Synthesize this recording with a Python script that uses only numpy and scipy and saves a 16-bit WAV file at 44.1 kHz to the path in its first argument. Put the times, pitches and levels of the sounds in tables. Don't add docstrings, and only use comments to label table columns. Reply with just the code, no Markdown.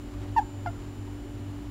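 import sys
import numpy as np
from scipy import signal
from scipy.fft import rfft
from scipy.io import wavfile
from scipy.ndimage import uniform_filter1d

SR = 44100
rng = np.random.default_rng(int(sys.argv[2]) if len(sys.argv) > 2 else 0)


def pcm_store(signal):
    levels = np.round(np.clip(np.atleast_2d(signal), -1, 1) * 32767)
    wavfile.write(sys.argv[1], SR, levels.astype(np.int16).T)


N = 74970


def undb(db):
    return 10 ** (np.asarray(db) / 20)


def unit_rms(x):
    return x / np.sqrt(np.mean(x ** 2))


def curve(t, rows):
    return np.interp(t, *np.array(rows, float).T)


def spectrum_gain(hz, rows):
    freq_hz, level_db = np.array(rows, float).T
    return undb(np.interp(np.log(np.maximum(hz, 1)), np.log(freq_hz), level_db))


def noise(gain_at):
    bins_hz = np.arange(N // 2 + 1) * SR / N
    return unit_rms(np.fft.irfft(rfft(rng.standard_normal(N)) * gain_at(bins_hz), N))


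def wander(rate_hz):
    return noise(lambda f: np.exp(-(f / rate_hz) ** 2))


def band_noise(centre_hz, width_hz):
    return noise(lambda f: 1 / (1 + ((f - centre_hz) / width_hz * np.sqrt(2)) ** 4))


# centre_hz, width_hz, level_db
ROOM_MODES = [(48, 31, -46.5), (106.7, 15.7, -47), (372, 81, -56.5)]
# freq_hz, relative_density_db
FLOOR_SPECTRUM = [(20, -1.5), (70, 2), (150, -0.5), (280, 6), (410, -3), (480, -5.5), (800, -5.5),
                  (1300, -11), (2000, -15), (3000, -17.5), (5000, -23.5), (8000, -28), (15500, -33.5)]


def rumble_and_hiss(floor_db=-47.5):
    rumble = sum(undb(db) * band_noise(hz, width_hz) for hz, width_hz, db in ROOM_MODES)
    return rumble + undb(floor_db) * noise(lambda f: spectrum_gain(f, FLOOR_SPECTRUM))


# time_s, level_db
WHINE_LEVEL = [(0, -67), (.28, -71.5), (.42, -62), (.6, -64), (.75, -65), (1.1, -67.5), (1.7, -70)]


def electrical_whine(t, pitch_hz=7143.5):
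    return np.sqrt(2) * undb(curve(t, WHINE_LEVEL)) * np.sin(2 * np.pi * pitch_hz * t)


# shaft_multiple, level_db, waver_db
MOTOR_HARMONICS = [(3, -58.5, 4.5), (4, -60.5, 0.5), (5, -54, 0.83), (6, -44.5, 0.83), (7, -61, 1.2),
                   (12, -65.5, 4.5)]
# pitch_hz, level_db, waver_db
STEADY_TONES = [(53.8, -47, -4), (374.2, -56.5, -1.5), (2834, -78.5, -0.5), (2924, -77, 1.5),
                (2980, -70.5, 1), (4260, -88.5, 7.5)]


def motor_hum(t, shaft_hz=48.47, waver_hz=2.2):
    harmonics = [(k * shaft_hz, db, waver_db) for k, db, waver_db in MOTOR_HARMONICS]
    hum = np.zeros(N)
    for pitch_hz, level_db, waver_db in harmonics + STEADY_TONES:
        gain = undb(level_db + waver_db * wander(waver_hz))
        hum += gain * np.sin(2 * np.pi * (pitch_hz * t + rng.random()))
    return np.sqrt(2) * hum


def mains_throb(t, mains_hz=100, beat_hz=2.55, mains_db=-41.5, motor_db=-46.5, peak_s=.265):
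    radians_per_hz = 2 * np.pi * (t - peak_s)
    mains = undb(mains_db) * np.sin(mains_hz * radians_per_hz)
    motor = undb(motor_db) * np.sin((mains_hz - beat_hz) * radians_per_hz)
    return np.sqrt(2) * (mains + motor)


# delay_s, gain_db
REFLECTIONS = [(.012, -19), (.04, -26)]


def room(direct, t, tail_db=-19.5, gap_s=.006, t60_s=.27):
    decay = np.exp(-np.log(1000) * t / t60_s) * (t > gap_s)
    spectrum = rfft(rng.standard_normal(N) * decay)
    smooth_magnitude = np.sqrt(uniform_filter1d(np.abs(spectrum) ** 2, size=120))
    tail = np.fft.irfft(spectrum / smooth_magnitude, N) * (t < 2 * t60_s)
    early = sum(undb(db) * np.interp(t - delay_s, t, direct) for delay_s, db in REFLECTIONS)
    return direct + early + undb(tail_db) * signal.fftconvolve(direct, tail)[:N]


def swells(t, rows):
    return sum(undb(db) * np.exp(-2 * ((t - peak_s) / half_s) ** 2) for peak_s, half_s, db in rows)


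# freq_hz, relative_density_db
CLOTH_SPECTRUM = [(300, 9), (800, 9.5), (1600, 2), (3000, -2), (4800, -6.5), (8000, -14), (15000, -35)]
# peak_s, half_width_s, level_db
RUSTLES = [(0.136, 0.054, -53), (0.23, 0.037, -49.5), (.295, 0.028, -54), (0.824, 0.075, -55),
           (1.155, .03, -71), (1.59, 0.027, -58)]


def bedding_rustle(t, grain_db=2.5, grain_hz=240):
    friction = noise(lambda f: spectrum_gain(f, CLOTH_SPECTRUM))
    grain = undb(grain_db * wander(grain_hz))
    return swells(t, RUSTLES) * unit_rms(friction * grain)


# peak_s, half_width_s, level_db
PAW_BUMPS = [(1.08, .012, -49), (1.309, 0.014, -61)]


def paw_bumps(t):
    return swells(t, PAW_BUMPS) * band_noise(centre_hz=750, width_hz=360)


# time_s, pitch_hz
HIGH_PITCH = [(.360, 1068), (.364, 968), (.368, 896), (.376, 920.4), (.385, 885), (.394, 804), (.403, 810)]
LOW_PITCH = [(.659, 870), (.662, 838), (.666, 708), (.678, 696.6), (.692, 686)]
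# time_s, level_db
HIGH_LEVEL = [(.359, -58), (0.365, -22.5), (0.377, -19.5), (0.384, -16), (0.398, -22.5), (0.407, -58)]
LOW_LEVEL = [(0.6588, -54), (0.662, -24.5), (.667, -37), (0.674, -29.5), (0.683, -35), (0.69, -36.5),
             (0.699, -47)]
# overtone_hz, gain_re_fundamental_db
HIGH_THROAT = [(1000, 0), (1500, -19), (1850, -17.5), (2400, -40.5), (2720, -27.5), (3400, -36),
               (3700, -44), (4200, -51), (4480, -36), (4620, -34), (5000, -45), (5450, -42), (7300, -49),
               (12000, -67)]
LOW_THROAT = [(900, 6), (1400, -6), (1700, -17), (2100, -17.5), (2400, -39), (2800, -26), (4200, -39),
              (4800, -30), (4950, -30), (5400, -44), (9000, -60)]
# freq_hz, relative_density_db
AIR_SPECTRUM = [(500, -4.5), (1000, -1), (3000, -6), (6000, -9), (9000, -16), (15000, -17.5)]
# pitch_table, level_table, throat_table, slack_s, jitter_ratio, rasp_db, air_db
SQUEAKS = [(HIGH_PITCH, HIGH_LEVEL, HIGH_THROAT, 0.393, 0.0034, -43, -33.5),
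           (LOW_PITCH, LOW_LEVEL, LOW_THROAT, .679, 0.0047, -33, -30)]


def squeak(t, pitch, level, throat, slack_s, jitter_ratio, rasp_db, air_db):
    sounding = (t > level[0][0]) * (t < level[-1][0])
    envelope = undb(curve(t, level)) * sounding
    pitch_hz = curve(t, pitch) * (1 + jitter_ratio * wander(rate_hz=350))
    phase = 2 * np.pi * np.cumsum(pitch_hz) / SR
    tilt_db_per_octave = -421 * np.maximum(t - slack_s, 0)
    voice = np.sin(phase)
    for k in range(2, 14):
        gain = spectrum_gain(k * pitch_hz, throat) * undb(tilt_db_per_octave * np.log2(k))
        voice += gain * np.sin(k * phase)
    air = undb(air_db) * noise(lambda f: spectrum_gain(f, AIR_SPECTRUM))
    fold_pulses = 1 + .5 * np.cos(phase)
    rasp = 1 + undb(rasp_db) * wander(rate_hz=260)
    return envelope * (np.sqrt(2) * voice * rasp + air * fold_pulses)


def scene():
    t = np.arange(N) / SR
    squeaks = sum(squeak(t, *row) for row in SQUEAKS)
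    ferrets = room(squeaks + bedding_rustle(t) + paw_bumps(t), t)
    background = motor_hum(t) + mains_throb(t) + electrical_whine(t) + rumble_and_hiss()
    return (ferrets + background)[None]


def record(dry):
    cutoff_hz = 15750
    return signal.sosfilt(signal.ellip(12, .1, 90, cutoff_hz, fs=SR, output="sos"), dry)


dry = scene()
out = record(dry)
pcm_store(out)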